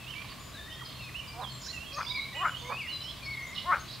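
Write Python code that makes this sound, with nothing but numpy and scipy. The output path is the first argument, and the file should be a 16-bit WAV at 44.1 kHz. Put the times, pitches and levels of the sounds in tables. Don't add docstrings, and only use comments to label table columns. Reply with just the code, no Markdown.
import sys
import numpy as np
from scipy import signal
from scipy.fft import rfft, irfft
from scipy.io import wavfile
from scipy.ndimage import uniform_filter1d

SR = 44100
rng = np.random.default_rng(int(sys.argv[2]) if len(sys.argv) > 2 else 0)


def makeup_ratio(level_db):
    decades = np.asarray(level_db, float) / 20
    return 10 ** decades


def transcribe(signal):
    frames = np.atleast_2d(signal).T
    limited = np.clip(frames, -1, 1)
    pcm = np.round(limited * 32767).astype(np.int16)
    wavfile.write(sys.argv[1], SR, pcm)


N = 176400


def noise(hz, width):
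    f = np.fft.rfftfreq(N, 1 / SR)
    bell = np.exp(-2 * ((f - hz) / width) ** 2)
    x = irfft(rfft(rng.standard_normal(N)) * bell, N)
    return x / x.std()


def frog(calls, lone, throat_db):
    # share of the sac pitch, t60/s, level/dB
    sac = [
        (0.991, 0.013, 3.5),
        (1.55, 0.008, -4),
        (0.592, 0.0076, -3),
    ]
    throat_hz, throat_t60_s = 550, 0.018
    open_s, close_s = 0.0015, 0.0008
    jitter, uneven_db = .04, 1.5

    pulses = [(s, f, db, db, N) for s, f, db in lone]
    for call in calls:
        when, rate_hz, sac_hz, db = np.array(call).T
        u = np.linspace(when[0], when[-1], 2000)
        turns = np.cumsum(np.interp(u, when, rate_hz)) * (u[1] - u[0])
        at = np.interp(turns[-1] - np.arange(int(turns[-1])), turns, u)
        progress = (at - when[0]) / (when[-1] - when[0])
        late = np.interp(progress, [.55, .7], [.3, 1])
        chance = rng.standard_normal((140, 2))[:len(at)].T * late
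        starts = at + jitter * chance[0] / np.interp(at, when, rate_hz)
        levels = np.interp(at, when, db) + uneven_db * chance[1]
        stop = starts[0] + open_s
        pitches = np.interp(at, when, sac_hz)
        pulses += [(s, f, d, db.max(), stop) for s, f, d in zip(starts, pitches, levels)]

    out = np.zeros(N + 2048)
    ring_time = np.arange(2048) / SR
    for when, f, db, top_db, stop in pulses:
        i = int(when * SR)
        r = ring_time + (i + 1) / SR - when
        modes = [(share * f, t60, d) for share, t60, d in sac]
        modes.append((throat_hz, throat_t60_s, throat_db + (top_db - db) / 2))
        rings = sum(makeup_ratio(d - 60 * r / t60) * np.sin(2 * np.pi * hz * r) for hz, t60, d in modes)
        opening = 1 - np.exp(-(r / open_s) ** 2)
        shut = np.exp(-np.maximum(when + r - stop, 0) / close_s)
        out[i + 1:i + 2049] += 2 * makeup_ratio(db) * opening * rings * shut
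    return signal.sosfilt(signal.butter(4, 494, "high", fs=SR, output="sos"), out[:N])


def left_frog():
    # t/s, pulse rate/Hz, sac f/Hz, level/dB
    calls = [
        [(1.92, 550, 1100, -60), (1.96, 570, 1128, -48), (1.982, 616, 1230, -32.5), (1.988, 351.5, 1070, -28.5),
         (2.002, 306, 1200, -30), (2.013, 198, 1450, -23)],
        [(2.058, 944, 960, -57.5), (2.12, 1010, 1000, -56), (2.14, 980, 990, -60), (2.19, 1057, 1043, -52)],
        [(2.335, 243.4, 800, -45), (2.39, 332, 1000, -41.5), (2.427, 387, 1150, -25.5), (2.44, 338, 1132, -26),
         (2.453, 335.8, 1333, -17), (2.477, 279.2, 1417, -28)],
        [(3.625, 225.2, 850, -60), (3.665, 349, 1036, -34), (3.7, 363.5, 1100, -22), (3.716, 328.6, 1250, -21),
         (3.726, 305.7, 1340, -16), (3.7475, 257, 1500, -20)],
    ]
    # t/s, sac f/Hz, level/dB
    lone = [
        (2.019, 1416, -31),
        (2.029, 1100, -33),
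        (2.482, 1490, -24),
        (2.493, 1473, -25),
        (3.757, 1472, -22),
        (3.768, 1336, -27),
        (3.781, 1350, -37),
    ]
    return frog(calls, lone, -17)


def right_frog():
    # t/s, pulse rate/Hz, sac f/Hz, level/dB
    calls = [
        [(1.33, 220, 800, -44), (1.38, 239, 738, -39), (1.395, 246.4, 760, -32), (1.415, 224.4, 980, -34.5),
         (1.437, 191, 1070, -32)],
        [(2.61, 470, 950, -56), (2.68, 502, 999, -50), (2.7, 509, 990, -34), (2.708, 266.6, 1050, -31.5),
         (2.722, 200, 1170, -28), (2.733, 165, 1160, -31)],
    ]
    # t/s, sac f/Hz, level/dB
    lone = [
        (1.448, 1036, -34.5),
        (1.474, 1072, -47),
        (2.742, 1100, -32),
        (2.748, 1117, -39),
    ]
    return frog(calls, lone, -9)


def gate(t, start, end):
    edge_s = .008
    return np.clip((t - start) / edge_s + .5, 0, 1) - np.clip((t - end) / edge_s + .5, 0, 1)


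def whistle(t, notes):
    slur_s, waver_hz, flutter_db = .008, 34, 2.2
    rows = np.array(notes)
    hz = np.interp(t, np.maximum.accumulate(rows[:, :2].ravel()), rows[:, 2:4].ravel())
    hz = uniform_filter1d(hz, int(slur_s * SR)) + waver_hz * noise(0, 82.2)
    loud = sum(makeup_ratio(db) * gate(t, start, end) for start, end, _, _, db in notes)
    loud = loud * makeup_ratio(flutter_db * noise(0, 140))
    return np.sqrt(2) * loud * np.sin(2 * np.pi * np.cumsum(hz) / SR)


def warbler(t):
    # start t/s, end t/s, from f/Hz, to f/Hz, level/dB
    melody = [(.0, 0.057, 2790, 2475, -52.5), (.525, .548, 1350, 1642, -65),
              (0.548, 0.641, 1642, 1762, -53.5), (0.661, 0.826, 1860, 1906, -52.5),
              (.99, 1.098, 2758, 2390, -50), (1.208, 1.378, 2370, 2353, -55.5),
              (1.56, 1.663, 2030, 1996, -66.5), (1.662, 1.682, 1347, 1850, -51.5),
              (1.7, 1.78, 1956, 1930, -55.5),
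              (2.112, 2.155, 2240, 2330, -43), (2.15, 2.207, 2330, 2125, -37),
              (2.215, 2.32, 2230, 2332, -49), (2.33, 2.42, 1970, 1952, -47.5), (2.65, 2.72, 2130, 2300, -46),
              (2.72, 2.773, 2382, 2605, -41.5), (2.772, 2.791, 2650, 3015, -41),
              (2.79, 2.823, 2970, 2267, -37), (2.826, 2.879, 2278, 1892, -45),
              (3.22, 3.249, 2400, 2384, -49.5), (3.26, 3.399, 2236, 2117, -41.5),
              (3.4, 3.546, 2097, 2090, -48.5), (3.55, 3.703, 2005, 2110, -57)]
    return whistle(t, melody)


def trill(t, count=7):
    start_s, rate_hz, pitch_hz, sag_hz = 1.925, 47.3, 2520, 300
    k = (t - start_s) * rate_hz
    hz = pitch_hz - sag_hz * np.clip(k / (count - 1), 0, 1) ** 4
    pips = np.exp(-((k - np.round(k)) / 0.14) ** 2) * (k > -.5) * (k < count - .5)
    return makeup_ratio(-39) * pips * np.sin(2 * np.pi * np.cumsum(hz) / SR)


def right_bird(t):
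    # start t/s, end t/s, from f/Hz, to f/Hz, level/dB
    song = [(.7, 0.734, 2900, 3200, -54.5), (0.715, 0.887, 3280, 3200, -55),
            (1.415, 1.45, 4110, 3200, -51.5), (1.438, 1.5, 3256, 3100, -48),
            (1.728, 1.795, 2867, 2550, -45.5), (1.8, 1.855, 2657, 2880, -46.5),
            (1.861, 1.94, 3250, 3250, -51.5), (2.065, 2.115, 3374, 3900, -44),
            (2.1, 2.125, 3937, 3374, -41), (2.197, 2.25, 3850, 3940, -43.5),
            (2.349, 2.359, 2800, 3000, -42), (2.365, 2.401, 3000, 2840, -41.5),
            (2.397, 2.428, 2870, 3070, -43), (2.508, 2.561, 3005, 2960, -46.5),
            (2.545, 2.587, 2970, 3480, -45.5), (2.588, 2.708, 3500, 3620, -53),
            (2.874, 2.926, 2765, 3000, -42), (3.009, 3.049, 3120, 2900, -48),
            (3.042, 3.117, 2920, 3460, -45.5), (3.565, 3.59, 2930, 2970, -38.5),
            (3.88, 3.934, 3910, 3900, -51)]
    return whistle(t, song)


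def finch(t):
    # start t/s, end t/s, from f/Hz, to f/Hz, level/dB
    song = [(0.063, 0.108, 2534, 3150, -47), (0.103, 0.146, 3100, 2650, -48),
            (.152, 0.217, 2275, 2350, -47), (1.144, 1.188, 2556, 3164, -43),
            (1.191, 1.208, 3226, 2570, -41), (1.631, 1.672, 5226, 5400, -50.5),
            (1.681, 1.718, 3900, 4410, -43), (2.044, 2.162, 4810, 4880, -47.5),
            (2.155, 2.202, 4210, 4120, -47.5), (2.35, 2.432, 2500, 2517, -49),
            (3.345, 3.44, 1950, 1902, -55.5), (3.515, 3.614, 5250, 5290, -61)]
    return whistle(t, song)


def mid_bird(t):
    # start t/s, end t/s, from f/Hz, to f/Hz, level/dB
    song = [(0.353, .48, 4300, 4365, -77), (0.539, .6, 3970, 3610, -51.5), (0.594, .76, 3665, 3650, -53.5),
            (0.843, 1.083, 4290, 4294, -55.5), (1.276, 1.309, 4900, 4703, -49.5),
            (1.499, 1.564, 4370, 4190, -49), (2.894, 2.922, 4440, 4034, -47.5),
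            (2.924, 2.973, 3993, 4052, -38.5), (3.005, 3.032, 4040, 4013, -41),
            (3.045, 3.121, 5120, 5096, -55.5), (3.229, 3.35, 4400, 4424, -51)]
    return whistle(t, song)


def high_bird(t):
    # start t/s, end t/s, from f/Hz, to f/Hz, level/dB
    song = [(0.393, 0.449, 6940, 7000, -62), (0.451, 0.505, 7050, 6950, -57.5),
            (.7, 0.776, 4650, 4650, -71), (0.851, .885, 4900, 4880, -52), (1.519, 1.592, 7600, 7490, -57.5),
            (1.6, 1.769, 6820, 7155, -55.5), (1.953, 2.004, 6520, 6250, -53),
            (2.351, 2.525, 7550, 6980, -59.5), (2.581, 2.7, 6500, 6370, -59.5),
            (2.93, 3.02, 4950, 4800, -55), (3.42, 3.454, 6110, 6020, -59.5),
            (3.466, 3.516, 6730, 6880, -59), (3.793, 3.808, 6320, 6550, -57),
            (3.805, 3.828, 6470, 6440, -52.5)]
    return whistle(t, song)


def chips(t):
    calls = [(.297, .033, 4800, 4250, -52), (.525, .015, 3300, 3900, -56), (.712, .025, 3000, 2750, -55),
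             (.81, .027, 1450, 820, -48), (.849, .02, 5500, 3600, -52), (1.022, .03, 3900, 3400, -54),
             (1.088, .013, 2350, 1650, -52), (2.612, .025, 4900, 4000, -54), (2.738, .018, 4900, 4380, -51),
             (2.812, .025, 5000, 4600, -55), (3.255, .024, 5250, 4250, -51)]
    return whistle(t, [(s, s + length, from_hz, to_hz, db) for s, length, from_hz, to_hz, db in calls])


def buzzes(t):
    calls = [
        (.0, 0.34, 3030, 2536, -59),
        (0.872, 1.02, 3327, 1805, -59),
        (1.616, 1.703, 5130, 2187, -53.5),
        (1.917, 2.132, 4666, 1577, -54),
        (3.533, 3.636, 3627, 1710, -50.5),
        (3.883, 3.962, 4205, 1092, -53.5),
    ]
    throb = makeup_ratio(4 * noise(0, 110))
    sweep = np.array([noise(0, 70) for _ in range(3)])
    out = np.zeros(N)
    for start, end, hz, width, db in calls:
        phase = 2 * np.pi * np.cumsum(hz + 0.33 * width * sweep, axis=1) / SR
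        voices = np.sin(phase).sum(axis=0) + 0.91 * noise(hz, width)
        out += makeup_ratio(db) * gate(t, start, end) * voices
    return throb * out


def far_birds(t, count=52):
    chance = rng.random((count, 4))
    start = (np.arange(count) + 0.26 * chance[:, 0]) * N / SR / count
    end = start + 0.014 + 0.044 * chance[:, 2]
    hz = 4500 * np.exp(.6 * (chance[:, 1] - .7))
    end_hz = hz * (1.04 - .2 * chance[:, 3] ** 2)
    level_db = -68 + 5 * chance[:, 0] + 2 * start
    return whistle(t, list(zip(start, end, hz, end_hz, level_db)))


def placed(x, pan_db, wet_db, t60):
    t = np.arange(SR // 2) / SR
    tail = rng.standard_normal(len(t)) * makeup_ratio(-60 * t / t60) * np.minimum(t / 0.014, 1)
    x = x + makeup_ratio(wet_db) * signal.fftconvolve(x, tail / np.linalg.norm(tail))[:N]
    return x * makeup_ratio(np.array([[pan_db], [-pan_db]]) / 2)


def coloured(*curves):
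    f = np.log(np.fft.rfftfreq(N, 1 / SR) + 1)
    db = sum(np.interp(f, np.log(np.array(c)[:, 0]), np.array(c)[:, 1]) for c in curves)
    return irfft(rfft(rng.standard_normal(N)) * makeup_ratio(db), N)


def air():
    # f/Hz, level/dB
    colour = [(20, -20), (60, 2.5), (150, -2), (450, -14.5), (1700, -17), (8000, -25.5), (15700, -30),
              (15900, -72)]
    # f/Hz, side against middle level/dB
    spread = [(40, -23), (300, -1.5), (1500, -7), (9000, -3), (11200, -14), (11600, -29)]
    # f/Hz, width f/Hz, level/dB
    drones = [
        (126.9, 4.6, -55.5),
        (644, 91, -66),
        (1100, 203, -59),
        (2400, 980, -62),
        (3430, 2640, -54),
    ]
    mid, side = coloured(colour), coloured(colour, spread)
    far = np.zeros(N)
    for hz, width, db in drones:
        swell_db = (hz > 2000) * np.linspace(-5, 0, N)
        far += makeup_ratio(db + 1.2 * noise(0, 3.0) + swell_db) * noise(hz, width)
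    around = makeup_ratio(-48.5) / mid.std() * (mid + side * np.array([[1], [-1]]))
    return around + far * makeup_ratio(np.array([[.9], [-.9]]))


def scene():
    t = np.arange(N) / SR
    frogs = [(left_frog(), 2.5), (right_frog(), -6)]
    birds = [(warbler(t) + trill(t), 1.5),
             (right_bird(t) + finch(t), -8.5),
             (mid_bird(t) + far_birds(t), 2.5),
             (high_bird(t), 5.5),
             (chips(t) + far_birds(t), -7),
             (buzzes(t), -6.5)]
    bank = sum(placed(x, pan_db, wet_db=-11.5, t60=0.28) for x, pan_db in frogs)
    trees = sum(placed(x, pan_db, wet_db=-5, t60=.65) for x, pan_db in birds)
    return bank + trees + air()


def low_pass(x):
    return signal.sosfilt(signal.butter(12, 16890, fs=SR, output="sos"), x)


def record(dry):
    return low_pass(dry)


dry = scene()
out = record(dry)
transcribe(out)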